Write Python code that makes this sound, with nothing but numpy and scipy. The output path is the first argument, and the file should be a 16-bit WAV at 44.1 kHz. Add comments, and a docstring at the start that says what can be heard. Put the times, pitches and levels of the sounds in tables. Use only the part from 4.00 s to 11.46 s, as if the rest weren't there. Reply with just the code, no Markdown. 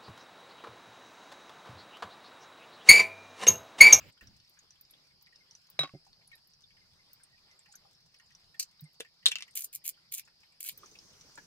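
"""Reeds hiss, water plips and a light wind rumbles by a lake while hands season food on a wooden table:
a glass bottle clinks on a bowl, a salt mill is lifted, its plastic cap pops off and bounces, the mill crunches.
Wind and water are shaped noise, glass, clay and planks damped modes, small contacts noise bursts in resonances,
salt random cracks. Two spaced microphones to the right of the hands give the left-right delay."""
import sys
import numpy as np
from scipy import signal
from scipy.fft import rfft, irfft, next_fast_len
from scipy.io import wavfile
from scipy.ndimage import uniform_filter1d, map_coordinates

SR = 44100
rng = np.random.default_rng(int(sys.argv[2]) if len(sys.argv) > 2 else 0)


def store_wav(level_fs):
    """Save 16-bit WAV to argv[1]."""
    pcm = np.round(np.clip(np.atleast_2d(level_fs), -1, 1) * 32767)
    wavfile.write(sys.argv[1], SR, pcm.T.astype(np.int16))


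N = 328986


def amp(db):
    """dB to gain."""
    return 10 ** (np.asarray(db) / 20)


def unit(x):
    """Scaled to rms 1."""
    return x / np.sqrt(np.mean(x ** 2) + 1e-20)


def along(points, hz):
    """(Hz, value) points interpolated on a log frequency axis."""
    f, v = np.transpose(points)
    return np.interp(np.log(hz + 1), np.log(f + 1), v)


def shaped(spectrum):
    """Gain as a function of frequency, from (Hz, dB) points."""
    return lambda hz: amp(along(spectrum, hz))


def wobble(rate_hz):
    """A smooth random curve, rate_hz knots a second."""
    knots = rng.standard_normal(int(N * rate_hz / SR) + 4)
    return map_coordinates(knots, [np.arange(N) * rate_hz / SR])


def filtered(x, response):
    """x times a complex response of frequency."""
    m = next_fast_len(N + SR // 2)
    return irfft(rfft(x, m) * response(np.fft.rfftfreq(m, 1 / SR)), m)[..., :N]


def coloured(x, spectrum):
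    """x through a spectrum, rms 1."""
    return unit(filtered(x, shaped(spectrum)))


def rush(spectrum, patchy_db):
    """Stereo noise of rms 1 with time-frequency patches of random gain; the sides differ more in the treble."""
    # left-right likeness: (frequency [Hz], correlation [0-1])
    likeness = [(25, .4), (60, .85), (300, .65), (700, .6), (1400, .35), (5000, .25), (7500, .05)]
    z = signal.stft(rng.standard_normal((2, N + 512)), nperseg=512)[2]
    field = rng.standard_normal(z.shape[1:])
    field = uniform_filter1d(field, size=6, axis=0)
    field = uniform_filter1d(field, size=8, axis=1)
    pair = signal.istft(z * amp(patchy_db * unit(field)), nperseg=512)[1][:, :N]

    def mid_side_gains(hz):
        turn = np.arccos(np.clip(along(likeness, hz), -1, 1)) / 2
        return shaped(spectrum)(hz) * [np.cos(turn), np.sin(turn)]

    mid, side = filtered(pair, mid_side_gains)
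    return unit(np.array([mid + side, mid - side]))


def grit(rate_hz, spread_db):
    """Random single-sample cracks, a few much larger than the rest."""
    hits = rng.random(N) < rate_hz / SR
    sizes = np.minimum(rng.exponential(size=N), np.e)
    return hits * rng.choice([-1, 1], N) * amp(spread_db * sizes)


def ring(modes, rise_s, spread_db=2):
    """One blow: damped modes of jittered level, neighbours opposite in sign so close pairs swell; peak 1."""
    t = np.arange(SR // 5) / SR
    tone = np.zeros(len(t))
    for k, (hz, db, t60) in enumerate(modes):
        decay = amp(db + spread_db * rng.normal() - 60 * t / t60)
        tone += (-1) ** k * decay * np.sin(2 * np.pi * hz * t)
    x = tone * (1 - np.exp(-t / rise_s)) ** 2
    return x / np.abs(x).max()


def rattle(t60_s, response, blow=1.77):
    """A sharp blow and dying noise behind it, through a response of frequency; peak 1."""
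    t = np.arange(4096) / SR
    x = amp(-60 * t / t60_s) * rng.standard_normal(len(t))
    x[0] = blow
    x = np.roll(x, 64)  # about 1.5 ms of lead-in
    x = irfft(rfft(x) * response(np.fft.rfftfreq(len(t), 1 / SR)))[:3500]
    return x / np.abs(x).max()


def resonance(f, modes, pitch_hz):
    """Causal sum of resonances given as (multiple of the pitch, relative width, dB)."""
    total = 0
    for k, (multiple, width, db) in enumerate(modes):
        centre = multiple * pitch_hz
        damping = 1j * f * width * centre
        total = total + (-1) ** k * amp(db) * damping / (centre ** 2 - f * f + damping)
    return total


def stroke(s, length_s, rise_s, fall_s):
    """Gain that swells up to time s, holds for length_s, then dies 60 dB in fall_s."""
    t = np.arange(N) / SR - s
    return np.clip(1 + t / rise_s, 0, 1) ** 2 * amp(-60 * np.clip(t - length_s, 0, 1) / fall_s)


def add(track, s, x):
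    """Mixes a sound into a track at time s."""
    part = track[..., round(s * SR):][..., :x.shape[-1]]
    part += x[..., :part.shape[-1]]


def left_leads(pair, lead_samples):
    """The left microphone hears the source lead_samples before the right."""
    sides = np.array([[1], [-1]])  # each side shifted by half the lead
    return filtered(pair, lambda hz: np.exp(1j * np.pi * hz * lead_samples / SR * sides))


def placed(x, lead_samples, wet_db):
    """Source to the left; each side adds its own scattered answer, decaying noise."""
    # table, posts and roof: (frequency [Hz], decay t60 [s])
    shelter = [(300, 0.057), (2000, 0.088), (6000, 0.063), (14000, 0.055)]
    hz, t, z = signal.stft(rng.standard_normal((2, SR // 5)), SR, nperseg=128)
    decay = amp(-60 * t / along(shelter, hz)[:, None])
    tail = signal.istft(z * decay, SR, nperseg=128)[1]
    tail = tail / np.linalg.norm(tail[0])
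    wet = signal.fftconvolve(np.pad(x, (8, 0))[None], tail, axes=1)[:, :N]
    return left_leads(x + amp(wet_db) * wet, lead_samples)


def air():
    """Wind rumble, lake murmur and reed hiss, noises drifting on their own; faint crackle rides on them."""
    # spectra: (frequency [Hz], relative level [dB per Hz])
    rumble_spectrum = [(12, -20), (20, 1.5), (48, -7.5), (97, -2), (166, 0.5), (216, -7), (271, -23),
                       (300, -29.5), (390, -46.5), (660, -120)]
    murmur_spectrum = [(150, -38.5), (250, -14), (710, -14), (802, -12.5), (1280, -14), (3340, -13.5),
                       (4820, -7.5), (6700, -23), (14400, -29), (16000, -39)]
    # reed hiss before and after the wind freshens: (frequency [Hz], relative level [dB per Hz])
    calm_reeds = [(3000, -41.5), (3900, -8.5), (4600, 5), (5200, 6), (6000, -18), (7500, -31.5)]
    fresh_reeds = [(3000, -30), (4400, -9), (5200, -1.5), (6100, -1.5), (7200, -12), (11000, -26)]
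    # water stirred by the fresher wind: (frequency [Hz], relative level [dB per Hz])
    lapping = [(150, -13), (220, -4.5), (450, -0.5), (700, -13.5), (1500, -11), (3000, -27)]
    # the wind freshens: (start [s], end [s])
    freshen_s = (6.7, 6.8)
    crackle_spectrum = [(2000, -17.5), (6000, -6), (12000, -21.5), (16000, -18.5)]  # (Hz, dB)

    fresh = np.interp(np.arange(N) / SR, freshen_s, (0, 1))
    rumble_db = -77 + 6 * fresh + 1.23 * wobble(2.44) + 0.68 * wobble(5.7)
    murmur_db = -70 + 5 * fresh + 1.5 * wobble(6)
    reed_db = -69 + 5 * fresh + 0.54 * wobble(37)
    turn = fresh * np.pi / 2  # equal-power crossfade
    reeds = np.cos(turn) * rush(calm_reeds, patchy_db=1.6)
    reeds += np.sin(turn) * rush(fresh_reeds, patchy_db=1.6)
    out = amp(rumble_db) * rush(rumble_spectrum, patchy_db=2.0)
    out += amp(murmur_db) * rush(murmur_spectrum, patchy_db=2.84)
    out += amp(-68) * np.sin(turn) * rush(lapping, patchy_db=5.0)
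    out += amp(reed_db) * reeds
    crackle = coloured(grit(33, spread_db=8.5), crackle_spectrum)
    return left_leads(out, 6.4) + amp(-86.0) * placed(crackle, lead_samples=7.7, wet_db=2.0)


def gusts():
    """Gusts brush the microphones: swells of low rumble and broad rustle noise."""
    # gusts: (time [s], length [s], fall t60 [s], rumble [dB], rustle [dB])
    gust_rows = [(0, .1, 0.047, -59, -57), (0.223, 0.02, 0.065, -59, -59.5),
                 (0.26, 0.022, .5, -58.5, -72.5)]
    # gust rumble and windscreen rustle: (frequency [Hz], relative level [dB per Hz])
    low_spectrum = [(30, -10), (90, 0), (170, -6), (300, -20), (600, -50)]
    rustle_spectrum = [(120, -36), (200, -5), (635, -3), (821, -10.5), (1840, -3), (7410, -18.5),
                       (9930, -35), (16000, -15)]
    low = rush(low_spectrum, patchy_db=1)
    rustle = rush(rustle_spectrum, patchy_db=4.5)
    out = np.zeros((2, N))
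    for s, length, fall, low_db, rustle_db in gust_rows:
        swell = stroke(s, length, rise_s=0.013, fall_s=fall)
        out += swell * (amp(low_db) * low + amp(rustle_db) * rustle)
    return out


def small_contacts(rows, rise_s, t60_s, body, lead_samples, wet_db):
    """Rattles that swell briefly in a small resonant body tuned to the pitch of each."""
    out = np.zeros(N)
    for s, db, pitch_hz in rows:
        x = rattle(t60_s, lambda f: resonance(f, body, pitch_hz))
        x = x * (1 - np.exp(-np.arange(len(x)) / SR / rise_s)) ** 2
        add(out, max(s - .0015, 0), amp(db) * x / np.abs(x).max())
    return placed(out, lead_samples, wet_db)


def plips():
    """Short water plips as damped resonances, with fainter ones at random."""
    # plips: (time [s], level [dB], pitch [Hz])
    plip_rows = [(0.209, -46.5, 1850), (0.572, -55, 1580), (1.268, -52.5, 2030), (1.324, -56, 1940),
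                 (2.065, -56, 780), (2.315, -50.5, 2210), (2.768, -57.5, 2030), (3.658, -53, 1970),
                 (3.739, -52, 1550), (3.848, -56.5, 790), (4.143, -56.5, 2150), (4.198, -51, 1970),
                 (4.543, -50.5, 1820), (5.047, -50.5, 1836), (6.274, -64, 900), (5.226, -55, 1980),
                 (5.478, -50, 2030), (6.276, -51.5, 1750), (6.432, -54.5, 2100), (6.832, -47.5, 1220),
                 (6.954, -50, 2500), (7.375, -38.5, 1657), (7.376, -51, 860)]
    body = [(1, 0.092, 4.5), (1.5, 0.12, -6.5), (2.4, 0.53, -18.5)]  # (multiple of pitch, relative width, dB)
    far = [(s * N / SR, -65 + 8 * u, 1500 * 3 ** v) for s, u, v in rng.random((46, 3))]
    return small_contacts([*plip_rows, *far], 0.0027, 0.017, body, lead_samples=6.06, wet_db=2.0)


def ticks():
    """Thin ticks of fingers on jars and food, narrow resonances, with fainter ones at random."""
    # ticks: (time [s], level [dB], pitch [Hz])
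    tick_rows = [(0.2718, -46, 5640), (0.4467, -58, 5330), (0.495, -50.5, 12700), (0.5901, -47, 6800),
                 (0.7063, -46, 6000), (0.8107, -44, 13900), (0.9095, -44.5, 11600), (.4, -51.5, 4470),
                 (.85, -53, 5000), (.937, -50, 3390), (1.2236, -50, 14600), (1.262, -51, 4750),
                 (1.358, -49, 5200), (1.51, -44, 5670), (1.5507, -40, 5870), (1.7008, -42, 14300),
                 (2.2747, -49.5, 10200), (2.354, -49, 11600), (2.4733, -52, 12200), (3.1318, -41.5, 14200),
                 (3.235, -45, 8770), (3.5126, -52.5, 5800), (3.5917, -48, 7530), (3.7245, -45, 7750),
                 (3.7538, -41, 6220), (3.756, -47, 11600), (3.95, -57.5, 5450), (4.32, -55, 5530),
                 (4.443, -54.5, 4600), (4.143, -49, 5140), (4.198, -56, 6060), (4.35, -43, 5820),
                 (4.808, -42, 14800), (4.795, -53, 3770), (4.841, -50, 8550), (6.25, -54.5, 7260),
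                 (6.725, -54, 9050), (5.5094, -50.5, 8330), (6.776, -39, 14000), (2.13, -47, 4370),
                 (2.535, -53, 5670), (2.62, -56.5, 5980), (6.859, -43, 6020), (7.21, -45, 5840),
                 (6.913, -51.5, 6330), (6.9878, -41.5, 5250), (7.3547, -42, 7400)]
    body = [(.5, 1, -15.5), (1, 0.043, 9.5), (1.25, 0.66, -23)]  # (multiple of pitch, relative width, dB)
    faint = [(s * N / SR, -62 + 7 * u, 5300 * 2.47 ** v) for s, u, v in rng.random((11, 3))]
    return small_contacts([*tick_rows, *faint], 0.00073, 0.019, body, lead_samples=8.15, wet_db=-4)


def chirps():
    """Faint, slightly rough whistles, perhaps far birds, that swell, sag in pitch and fade."""
    # chirps: (time [s], length [s], level [dB], pitch [Hz])
    chirp_rows = [(1.404, 0.028, -61.5, 2115), (1.94, 0.028, -63.5, 2100), (2.324, 0.027, -57, 1846),
                  (2.325, 0.027, -59, 3930), (2.634, 0.017, -55, 3605), (2.81, 0.027, -64.5, 2094),
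                  (2.988, .025, -61.5, 2090), (3.324, .03, -63, 1907), (3.5, 0.036, -62, 2055),
                  (3.682, 0.027, -63, 830), (4.85, 0.031, -61, 2090)]
    sag = 0.06  # share of the pitch lost over a chirp
    out = np.zeros(N)
    for s, length, db, pitch_hz in chirp_rows:
        u = np.linspace(0, 1, round(length * SR))
        phase = 2 * np.pi * np.cumsum(pitch_hz * (1 + sag * (.5 - u))) / SR
        add(out, s, amp(db) * np.sin(np.pi * u) * np.sin(phase))
    return placed(out * amp(2.5 * wobble(150)), lead_samples=6.4, wet_db=-6.5)


def planks():
    """Dull pushes ring the modes of the planks; each contact tilts the drive of the higher modes."""
    # pushes: (time [s], level [dB], rise [s], loss [dB per octave])
    thuds = [(1.791, -39.5, 0.068, 4), (1.832, -35, 0.0067, -9.5), (1.937, -41.5, 0.00048, 1.5),
             (1.946, -39, 0.004, 1), (4.819, -42.5, 0.032, 30), (7.379, -51.5, 0.0039, -3.5)]
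    # plank modes: (frequency [Hz], level [dB], t60 [s])
    plank_modes = [(150.3, 1.5, 0.067), (289.6, -3.5, 0.06), (377, -7, 0.063), (556, -0.5, 0.029),
                   (680, -12.5, 0.043), (760, -11.5, 0.051)]
    lowest_hz = plank_modes[0][0]
    out = np.zeros(N)
    for s, db, rise, loss_db in thuds:
        tilted = [(hz, level - loss_db * np.log2(hz / lowest_hz), t60) for hz, level, t60 in plank_modes]
        add(out, s, amp(db) * ring(tilted, rise))
    return np.array([out * amp(-1.3), out * amp(1.0)])


def bottle():
    """The bottle chatters on the bowl: modes of glass and clay ring, and the bowl clatters on the board."""
    # touches: (time [s], glass ring [dB], clay ring [dB], clatter [dB])
    clinks = [(1.7915, -17, -42, -18), (1.8096, -27, -44, -25), (1.819, -42, -46, -32),
              (1.826, -50, -50, -38), (1.833, -50, -30, -26), (1.836, -50, -33, -26),
              (1.845, -60, -30, -38), (1.855, -60, -36, -45), (1.875, -65, -50, -42),
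              (1.893, -70, -44, -60)]
    # modes of the glass and of the bowl: (frequency [Hz], level [dB], t60 [s])
    glass_modes = [(3860, 0, .1), (3962, -2.5, .1), (9470, -16, .09), (9590, -21, .07), (7526, -26, .03),
                   (11970, -23, .04)]
    bowl_modes = [(754, -11, 0.05), (1118, 2, .055), (1520, 2, 0.01), (2162, 5, 0.015), (2682, 5, 0.013),
                  (3560, -13, .03), (4596, -6, 0.037)]
    # loose clay on wood: (frequency [Hz], relative level [dB])
    clatter_spectrum = [(200, -20), (500, -3), (1500, 0), (3000, -3), (6000, -10), (9000, -26),
                        (16000, -50)]
    rings, clatter = np.zeros(N), np.zeros(N)
    for s, glass_db, clay_db, clatter_db in clinks:
        glass = amp(glass_db) * ring(glass_modes, rise_s=.001, spread_db=.5)
        clay = amp(clay_db) * ring(bowl_modes, rise_s=.0004)
        add(rings, s, glass + clay)
        add(clatter, s - .0015, amp(clatter_db) * rattle(0.014, shaped(clatter_spectrum), blow=4.45))
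    return placed(clatter, lead_samples=3.2, wet_db=-5) + placed(rings, lead_samples=3.2, wet_db=-12)


def mill():
    """Salt slides, then crystals crack between the burrs: dense grit under single snaps, in two bands."""
    # slides in the lifted mill: (time [s], length [s], level [dB])
    slides = [(4.596, 0.0059, -27.5), (4.606, 0.024, -49), (4.626, .002, -40)]
    # sliding salt: (frequency [Hz], relative level [dB per Hz])
    salt_spectrum = [(530, -46.5), (900, -43.5), (1990, -29.5), (2600, -13.5), (3470, -27.5), (4310, -4),
                     (7680, -9.5), (8450, -8), (9650, -19.5), (14200, -16.5), (16000, -29)]
    # pushes of the hand: (time [s], length [s], bright band [dB], dark band [dB])
    twists = [(5.555, 0.0063, -40, -56), (5.568, 0.049, -40.5, -51.5), (5.623, 0.025, -44.5, -72),
              (5.73, 0.035, -46.5, -59), (5.846, 0.045, -43, -53.5), (6.121, 0.072, -46, -56),
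              (6.139, 0.0094, -41, -60.5), (6.608, 0.0034, -41.5, -54), (6.62, 0.1, -54.5, -65),
              (6.652, 0.026, -44.5, -54.5), (6.687, 0.0055, -54, -49.5)]
    # largest crystals breaking: (time [s], bright band drive [dB], dark band drive [dB])
    snap_rows = [(5.5547, -30, -36), (5.5574, -26, -47), (5.5755, -19, -23), (5.594, -24, -32),
                 (5.608, -24, -36), (5.6222, -27, -31), (5.6462, -30, -47), (5.7486, -25, -36),
                 (5.752, -20, -46), (5.7595, -20, -34), (5.8618, -26, -41), (5.8659, -20.5, -27.5),
                 (5.879, -17, -34), (5.892, -15, -33), (5.8972, -24, -33), (6.1245, -21.5, -29),
                 (6.15, -23, -27), (6.1819, -22.5, -36.5), (6.1869, -33, -28), (6.1967, -24.5, -20),
                 (6.6069, -24.5, -26), (6.63, -25.5, -32), (6.642, -27, -47), (6.6694, -26, -36),
                 (6.689, -22, -36), (6.695, -25, -18.5)]
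    # bright and dark band of the mill: (frequency [Hz], relative level [dB per Hz])
    bright_band = [(2650, -31), (4500, -12), (5840, -7), (6770, 3.5), (12200, 3), (14100, 2), (15200, 3.5),
                   (16200, -15), (16500, -44)]
    dark_band = [(760, -44), (1300, -33), (1820, -15.5), (2250, -0.5), (2560, 0.5), (5150, -6), (6000, -14),
                 (7800, -34), (13200, -120)]

    sliding = sum(amp(db) * stroke(s, length, rise_s=0.0035, fall_s=0.025) for s, length, db in slides)
    out = sliding * coloured(grit(4300, spread_db=5.2), salt_spectrum)
    crunch = grit(1300, spread_db=4.5) * amp(3 * wobble(200) + 2.5 * wobble(60))
    bright, dark = coloured(crunch, bright_band), coloured(crunch, dark_band)
    for s, length, bright_db, dark_db in twists:
        push = stroke(s, length, rise_s=0.0089, fall_s=0.035)
        out += push * (amp(bright_db) * bright + amp(dark_db) * dark)
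    snaps, t = np.zeros((2, N)), np.arange(300) / SR
    for s, bright_db, dark_db in snap_rows:
        burst = amp(-60 * t / 0.0021) * rng.choice([-1, 1], len(t))
        add(snaps, s - .0003, amp([[bright_db], [dark_db]]) * burst)
    out += filtered(snaps, lambda hz: amp([along(bright_band, hz), along(dark_band, hz)])).sum(axis=0)
    return placed(out, lead_samples=3.22, wet_db=-4.5)


def cap():
    """The cap is pried off, drops and rocks to rest: rattles in its hollow, rim clicks, knocks on the board."""
    # contacts: (time [s], level [dB], hollow pitch [Hz], rattle t60 [s], rim click relative to rattle [dB])
    cap_hits = [(5.001, -41.5, 4440, 0.033, 2), (5.006, -36, 3340, 0.024, 11), (5.2582, -11, 3800, .003, 2),
                (5.2634, -5.5, 3870, .004, 1), (5.2672, -22, 4270, 0.057, 1), (5.284, -28, 3580, 0.024, 8),
                (5.312, -31.5, 2990, 0.03, -3), (5.317, -23.5, 3040, 0.02, 1.5),
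                (5.3563, -24, 2650, 0.011, 2.5), (5.385, -35.5, 2660, 0.018, 3),
                (5.407, -36, 2500, 0.018, 3.5), (5.424, -37, 2150, 0.007, 15)]
    # resonances of the hollow: (multiple of the pitch, relative width, level [dB])
    hollow = [(0.301, 0.21, -15), (0.549, 0.35, -5), (1, 0.14, 12), (1.2, 0.058, -16), (1.65, .1, -6.5),
              (2.4, 0.65, -17)]
    # rim click: (frequency [Hz], relative level [dB])
    rim_spectrum = [(400, -27.5), (1500, -4), (5000, 0), (9000, -4.5), (16000, -22)]
    # heavier contacts sound the board: (time [s], level [dB])
    knocks = [(5.0, -50), (5.004, -36), (5.2578, -48), (5.2635, -46), (5.285, -47)]
    # modes of the board under the cap: (frequency [Hz], level [dB], t60 [s])
    board_modes = [(445, -2, 0.024), (690, -7.5, 0.0069), (362.5, -20, 0.053)]
    out = np.zeros(N)
    for s, db, pitch_hz, t60, click_db in cap_hits:
        voiced = rattle(t60, lambda f: resonance(f, hollow, pitch_hz))
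        click = rattle(0.17 * t60, shaped(rim_spectrum), blow=2.0)
        add(out, s - .0015, amp(db) * (voiced + amp(click_db) * click))
    for s, db in knocks:
        add(out, s, amp(db) * ring(board_modes, rise_s=0.00057))
    return placed(out, lead_samples=5.63, wet_db=-2)


def scene():
    """All sources summed."""
    return air() + gusts() + plips() + ticks() + chirps() + planks() + bottle() + mill() + cap()


def record(dry):
    """Low-pass: the treble fades out to nothing at top_hz."""
    top_hz, fade_hz = 16500, 800
    return filtered(dry, lambda hz: np.clip((top_hz - hz) / fade_hz, 0, 1) ** 2)


dry = scene()
out = record(dry)
store_wav(out)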